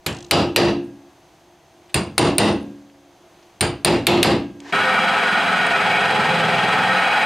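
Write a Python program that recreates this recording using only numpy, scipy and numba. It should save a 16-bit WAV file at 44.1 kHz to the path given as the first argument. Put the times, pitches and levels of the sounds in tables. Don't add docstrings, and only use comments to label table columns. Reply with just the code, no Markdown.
import sys
import numpy as np
from scipy import signal
from scipy.fft import rfft, irfft
from scipy.io import wavfile
from scipy.ndimage import uniform_filter1d
from numba import njit

SR = 44100
rng = np.random.default_rng(int(sys.argv[2]) if len(sys.argv) > 2 else 0)


def pcm_store(signal):
    levels = np.round(np.clip(np.atleast_2d(signal), -1, 1) * 32767)
    wavfile.write(sys.argv[1], SR, levels.astype(np.int16).T)


def amplitude_ratio(level_db):
    exponent = np.asarray(level_db, float) / 20
    return 10 ** exponent


N = 319725
T = np.arange(N) / SR
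HZ = np.fft.rfftfreq(N, 1 / SR) + 1e-3
DRILL_S = 4.7235

# centre in Hz, width in Hz, level in dB, 60 dB decay in s.
BOARD = [(2760, 320, -3.5, 0.36), (3860, 1100, -5.5, 0.32), (4785, 210, -3, 0.28), (7284, 1100, -5, 0.23)]


def level(x, db):
    return x * amplitude_ratio(db) / np.sqrt(np.mean(x ** 2))


def on_log(table, hz, col=1):
    table = np.array(table)
    return np.interp(np.log(hz), np.log(table[:, 0]), table[:, col])


def spread(spec):
    # frequency in Hz, side minus mid in dB.
    width_db = [(35, -1), (60, -28.5), (130, -44.5), (250, -26), (500, -21), (1000, -23), (2000, -13.5),
                (4000, -12), (6500, -13), (9000, -11.5), (11000, -13), (14000, -23.5)]
    side = spec * amplitude_ratio(on_log(width_db, HZ)) * np.exp(2j * np.pi * rng.random(len(HZ)))
    return irfft(np.array([spec + side, spec - side]), N)


def noise():
    return rfft(rng.standard_normal(N))


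def coloured(colour):
    return level(spread(noise() * amplitude_ratio(on_log(colour, HZ))), 0)


def band(lo_hz, hi_hz, order=8):
    return 1 / np.sqrt((1 + (lo_hz / HZ) ** order) * (1 + (HZ / hi_hz) ** order))


def hum(hz, width, db, order=1):
    return level(spread(noise() / (1 + 2j * (HZ - hz) / width) ** order), db)


def walk(rate):
    k = int(SR / rate)
    held = np.repeat(rng.standard_normal(N // k + 1), k)
    return uniform_filter1d(uniform_filter1d(held, k), k)[:N]


def ring(modes, t, rise, scatter_db):
    hz, db, t60 = np.array(modes).T[..., None]
    luck = rng.standard_normal((3, len(modes), 1))
    size = amplitude_ratio(db + scatter_db * luck[0] - 60 * t / t60) * (1 - np.exp(-t / rise))
    phase = 2 * np.pi * hz * (1 + 0.0036 * luck[1]) * t + 9 * luck[1]
    return np.array([np.sum(size * np.sin(phase + ear * .05 * luck[2]), 0) for ear in (1, -1)])


def workshop():
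    # frequency in Hz, level in dB per Hz.
    floor = [(15, -41), (25, -7.5), (192, -9), (245, -14.5), (348, -12), (553, -13.5), (746, -7),
             (809, -8.5), (1320, -18), (3230, -22), (4480, -24), (6370, -29.5), (7100, -30), (15200, -38.5),
             (16500, -42.5)]
    # centre in Hz, width in Hz, level in dB.
    hums = [(352, 5.8, -62), (313, 21, -67), (670, 44, -65), (816, 60, -80), (3280, 120, -80.5),
            (6300, 350, -72.5)]
    air = coloured(floor) + sum(hum(hz, width, db + 57) for hz, width, db in hums)
    opening_db = np.interp(T, [0, .06], [-3.5, 0])
    return air * amplitude_ratio(-54 + opening_db + 2 * (T > DRILL_S) + 1.3 * walk(5.5))


def chatter(count=10):
    start_s, knock_hz, knock_db = .107, 50.9, -39
    age = np.arange(count) / knock_hz
    rise_db = -4 * np.exp(-age / .015)
    fade_db = 480 * np.clip(age - .138, 0, .032)
    db = knock_db + rise_db - fade_db
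    return [(start_s + a, d, 5200 - 3500 * a, 1.4, .0062) for a, d in zip(age, db)]


def ticks():
    # start in seconds, level in
    # dB, centre in Hz, width in octaves, length in s.
    stray = [(0.772, -59, 10770, .2, 0.002), (.83, -65, 8950, .6, 0.045), (1.891, -51.5, 2380, 1.6, 0.024),
             (1.897, -55, 8260, .3, .006), (2.608, -58, 10500, .07, .009), (2.625, -53, 10600, .07, .009),
             (2.898, -52, 2500, 1.4, .005), (3.3, -64, 2200, 2, 0.3), (3.425, -55.5, 3000, 2, 0.012),
             (4.645, -43, 1690, 0.32, .06), (4.602, -38, 3500, 2.1, 0.0044),
             (5.666, -34, 8750, 0.54, 0.005), (6.109, -37, 8500, .7, .004), (6.304, -42, 6360, 1, .004),
             (6.47, -34, 4000, .8, 0.0036)]
    out, t = np.zeros((2, N)), T[:12000]
    for s, db, hz, octaves, length in chatter() + stray:
        at = slice(int(s * SR), int(s * SR) + len(t))
        colour = np.exp(-(np.log2(HZ / hz) * 2 / octaves) ** 4 / 2)
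        burst = level(spread(noise() * colour), db)
        out[:, at] += burst[:, at] * np.exp(-(t / length) ** 2) * np.minimum(5 * t / length, 1)
    return out


def rustle():
    # frequency in Hz, level in dB per Hz.
    cloth = [(35, -45), (60, -18), (188, -25), (372, 3), (524, -18), (886, -4), (1340, -16), (1640, -10.5),
             (6750, -24), (14000, -53)]
    start_s, rise_s, fall_db_per_s = 4.6, 0.098, 220
    age = T - start_s
    db = np.interp(age, [0, rise_s], [-54, -36]) - fall_db_per_s * np.maximum(age - rise_s, 0)
    return coloured(cloth) * amplitude_ratio(db) * ((age > 0) & (T < DRILL_S))


def drill():
    # time in seconds, load from 0 to 1.
    feed = [
        (4.72, 0.46),
        (5.099, 0.4),
        (5.498, 0.4),
        (5.9, 0.59),
        (6.25, 0.8),
        (6.55, 0.84),
        (6.8, 0.75),
        (7.05, 0.09),
        (7.25, .05),
    ]
    # idle dB, added dB at full load, added dB while settling.
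    drive = [
        (-40, 14, 3),
        (-26.5, 2.5, -3.5),
        (-25.5, -1.7, 0.5),
        (-30, 2.2, 2.4),
        (1.6, -1.3, 1.5),
    ]
    # frequency in Hz, level in dB per Hz.
    motor = [(24, -64), (40, -31), (69, -36), (108, -9.5), (139, -5.5), (178, 8.5), (332, -10.5),
             (403, -15.5), (618, -13), (779, -3), (1050, -13), (1330, -6), (2030, -9), (2800, -13),
             (3640, -43), (6160, -120)]
    # frequency in Hz, level in dB per Hz.
    cutting = [(2000, 0.5), (2800, 0.5), (3600, -6.5), (4500, -11.5), (5400, -18.5), (7200, -23.5),
               (8000, -20), (9800, -30), (11000, -30), (12800, -43), (14300, -38), (15200, -50),
               (15700, -70)]
    # frequency in Hz, level in dB.
    casing = [(102.3, -52.5), (123.8, -48.5), (188.4, -43), (409.1, -41.5), (441.4, -42), (522.2, -35.5),
              (764.4, -32), (845.2, -31), (990.5, -39.5), (1206, -37), (1303, -30), (1459, -30),
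              (1712, -38.5), (1857, -31.5), (2046, -46.5), (2234, -34.5), (2331, -33.5), (2492, -34.5)]
    # centre in Hz, width in Hz, level in dB.
    bearing = [(693, 48, -31.5), (1127, 46, -46), (1580, 89, -30), (1888, 17, -38), (2990, 82, -39),
               (3281, 79, -35), (3940, 100, -39.5), (4925, 320, -45.5), (6650, 170, -55),
               (8040, 110, -54.5), (8740, 100, -59.5), (9510, 500, -55), (13780, 180, -68),
               (14400, 80, -72)]
    shaft_hz, settle_s = 20.63, 0.067
    load = np.interp(T, *np.transpose(feed))
    settling = np.exp(-np.maximum(T - DRILL_S, 0) / settle_s)
    *region_db, ring_db = (idle_db + load_db * load + start_db * settling
                           for idle_db, load_db, start_db in drive)

    repeat = np.clip(0.91 / (1 + HZ / 900), 0, .95)
    beat = amplitude_ratio(2.0 * np.cos(2 * np.pi * shaft_hz * T) + 1.0 * walk(150))
    one_turn_later = np.exp(-2j * np.pi * HZ / shaft_hz)
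    clatter = rfft(rng.standard_normal(N) * beat) / (1 - repeat * one_turn_later)

    out = sum(hum(hz, width, db, order=2) for hz, width, db in bearing)
    out = out * amplitude_ratio(-1.5 * (load - .5))
    regions = [(20, 450, motor), (450, 1050, motor), (1050, 2800, motor), (2800, 20000, cutting)]
    for (lo, hi, colour), db in zip(regions, region_db):
        part = spread(clatter * amplitude_ratio(on_log(colour, HZ)) * band(lo, hi))
        out = out + level(part, -1.55) * amplitude_ratio(db)
        rings = sum(hum(hz, 8 + hz / 200, line_db) * amplitude_ratio(2.2 * walk(2.84))
                    for hz, line_db in casing if lo < hz <= hi)
        out = out + rings * amplitude_ratio(db - np.mean(db[T > DRILL_S]) + ring_db)
    return out * np.clip((T - DRILL_S) / 0.0019, 0, 1)


def room_bands(t):
    # frequency in Hz, level in dB, 60 dB decay in s, build-up in s.
    tail = [(35, -38.5, 0.51, .02), (70, -12.5, 0.63, 0.011), (127, 2, 0.39, 0.012), (250, -3, 0.62, 0.032),
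            (350, 6, 0.42, 0.016), (560, 3.5, 0.37, 0.0035), (810, 7.5, 0.33, 0.019),
            (1297, -3, 0.31, 0.021), (2000, 1, 0.33, 0.0023), (5000, -3, 0.29, 0.0026),
            (10500, -25.5, 0.29, .002), (11800, -21, 0.213, 0.0017), (12970, -44, 0.17, .002),
            (16000, -69, 0.13, .002)]
    edge = 2 ** (1 / 6)
    bands = []
    for hz in 40 * 2 ** np.arange(0, 8.7, 1 / 3):
        hiss = level(spread(noise() * band(hz / edge, hz * edge)), on_log(tail, hz))
        build = 1 - np.exp(-t / on_log(tail, hz, col=3))
        bands.append((hz, hiss, build * amplitude_ratio(-60 * t / on_log(tail, hz, col=2))))
    return bands


def clusters():
    # centre in Hz, width in Hz, level in dB, 60 dB decay in s.
    rack = [(2010, 300, -23, 0.45), (3415, 340, -16, 0.38), (8500, 500, -15.5, 0.27),
            (10180, 590, -16, 0.23)]
    steel_hz = [9010, 9920, 11620, 12900]
    # width in Hz, level in dB, 60 dB decay in s.
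    steel_rows = [
        (166.7, -3.5, 0.25),
        (300, -21, 0.15),
        (200, -12, 0.16),
        (201, -40, .15),
    ]
    steel = [(hz, *row) for hz, row in zip(steel_hz, steel_rows)]
    return [(hum(hz, width, db, order=2), t60) for hz, width, db, t60 in BOARD + rack + steel]


def shares(peak_db, punch_db, edge_hz):
    # share in a full blow in dB, change in dB per dB lighter, change in dB per octave duller.
    hollow, boom, thud = (1.2, -.2, -1.5), (-.3, .6, -5.5), (-0.8, -.1, -3)
    # dB, dB per dB, dB per octave.
    board_share = [(3, 0.027, -1.1), (3.4, -0.33, 2), (1.5, .1, -.3), (-1.7, .3, -1.5)]
    # dB, dB per dB, dB per octave.
    rack_share = [(-1.8, 0.29, 7.5), (-.9, .35, 4.5), (-1.4, .65, -8.5), (-0.48, .15, -2.3)]
    grip_db = (-0.19, 0.035, 0.014, -0.016, -0.084, -0.064, .02, -.1, .02, .05, -0.14)
    lighter_db = 8 - peak_db
    duller = np.log2(5500 / edge_hz)
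    rows = [hollow, boom, thud] + board_share + rack_share
    cavity_db, boom_db, thud_db, *wood_db = (db + slope * lighter_db + dull * duller + grip * punch_db
                                             for (db, slope, dull), grip in zip(rows, grip_db))
    wood_db[2] += -11 * (BOARD[2][0] > edge_hz)
    return cavity_db, boom_db, thud_db, wood_db


def bench(t, thud_db, cavity_db):
    # frequency in Hz, level in dB, 60 dB decay in s.
    bench_modes = [(125.2, -18.5, 0.78), (167.4, -5.5, 0.33), (208.5, -8.5, 0.64), (284.5, -11.5, 0.95),
                   (321.4, -5.5, 0.54), (352, -3.5, 0.52), (397.5, -6, 0.33), (554, -22, 0.25),
                   (647, -11, 0.36), (690, -10.5, 0.37), (805, -9, 0.37)]
    # frequency in Hz, level in dB, 60 dB decay in s.
    cavity = [(347, 0.5, 0.51), (330.4, -15, 0.67), (292, -6.5, 0.3)]
    # frequency in Hz, level in dB, 60 dB decay in s.
    tools = [(1620, -57.5, 1.35), (2560, -58, 1), (536, -52.5, 1.7), (282.6, -43, 1.6)]
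    modes = amplitude_ratio(thud_db - 15) * ring(bench_modes, t, 0.0067, scatter_db=2)
    modes = modes + amplitude_ratio(cavity_db - 18) * ring(cavity, t, 0.072, scatter_db=1)
    return modes + ring(tools, t, 0.00935, scatter_db=3)


def hammer():
    # start in seconds, peak in dB, punch ring in dB, head ring in dB, treble edge in Hz.
    blows = [
        (0.062, -9.5, -22.5, 1, 3580),
        (0.3103, 8.5, -25.5, -27, 5800),
        (.561, 10.5, -25, -4, 6300),
        (1.9425, -5, 3, -4, 5000),
        (2.1795, 7, 2, -26, 7840),
        (2.382, 9, 1.5, -22.5, 6500),
        (3.608, -3.5, 3.5, -6, 5200),
        (3.8473, 7, -3, -6.5, 5270),
        (4.068, 10, -18.5, 0.5, 4600),
        (4.229, 7.5, -7.5, 1, 5440),
    ]
    # frequency in Hz, level in dB per Hz.
    crack_colour = [(180, -45.5), (300, -3.5), (1930, -1), (2650, 5.5), (3300, -2.5), (3970, 6.5),
                    (6130, -12.5), (8160, -9), (9020, -6), (16500, -22)]
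    out, t, f = np.zeros((2, N)), T[:SR], np.fft.rfftfreq(SR, 1 / SR)
    bands, resonances, crack = room_bands(t), clusters(), coloured(crack_colour)
    for s, peak_db, punch_db, head_db, edge_hz in blows:
        cavity_db, boom_db, thud_db, wood_db = shares(peak_db, punch_db, edge_hz)
        at = slice(int(s * SR), int(s * SR) + SR)
        blow = amplitude_ratio(-6) * crack[:, at] * np.exp(-(t / 0.0086) ** 2) * np.minimum(t / 0.0018, 1)

        room = 0
        for hz, hiss, envelope in bands:
            tilt_db = np.interp(np.log(hz), np.log([130, 200, 600, 1500]), [boom_db, thud_db, thud_db, 0])
            room = room + hiss[:, at] * envelope * amplitude_ratio(tilt_db)
        patch_db = 3 * np.interp(f, np.arange(0, 22200, 180), rng.standard_normal(124))
        patch_db = patch_db * np.clip(f / 800 - 1, 0, 1)
        treble_db = 5.3 + 0.067 * punch_db - 10
        shelf_db = treble_db / (1 + np.exp((edge_hz - f) / 45))
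        room = irfft(rfft(room) * amplitude_ratio(patch_db + shelf_db), SR)
        room = room * np.clip((.9 - t) / .2, 0, 1)

        steel_db = [punch_db] * 2 + [head_db] * 2
        for (buzz, t60), db in zip(resonances, wood_db + steel_db):
            room = room + buzz[:, at] * amplitude_ratio(db - 60 * t / t60) * np.minimum(t / 0.00087, 1)
        clang = sum(buzz[:, at].mean(axis=0) * amplitude_ratio(db) for (buzz, _), db in zip(resonances[-4:], steel_db))
        room = room + clang * amplitude_ratio(13) * np.exp(-(t / 0.0092) ** 2) * np.minimum(t / 0.00071, 1)
        out[:, at] += amplitude_ratio(peak_db) * (blow + amplitude_ratio(-23) * room + bench(t, thud_db, cavity_db))
    return out


def scene():
    return workshop() + ticks() + rustle() + drill() + hammer()


@njit
def limit(x, top, ratio, attack, release, slew):
    y, e, g = np.empty_like(x), 0., 1.
    for i in range(x.shape[1]):
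        a = max(abs(x[0, i]), abs(x[1, i]))
        e += (a - e) * (attack if a > e else release)
        g += (min(1., (top / (e + 1e-9)) ** (1 - 1 / ratio)) - g) * slew
        y[:, i] = x[:, i] * g
    return y


def band_limit(x):
    return signal.sosfilt(signal.butter(12, 16640, fs=SR, output="sos"), x)


def record(dry):
    heard = irfft(rfft(dry) * band(61, 30000, order=4), N)
    attack, release, slew = 1 / (0.00045 * SR), 1 / (0.01 * SR), 1 / (0.00033 * SR)
    held = limit(heard, 0.29, 22.0, attack, release, slew)
    roof = .63
    rounded = held / (1 + (held / roof) ** 8) ** (1 / 8)
    mix = irfft(rfft(rounded) * band(1, 15450, order=60), N)
    return band_limit(mix)


dry = scene()
out = record(dry)
pcm_store(out)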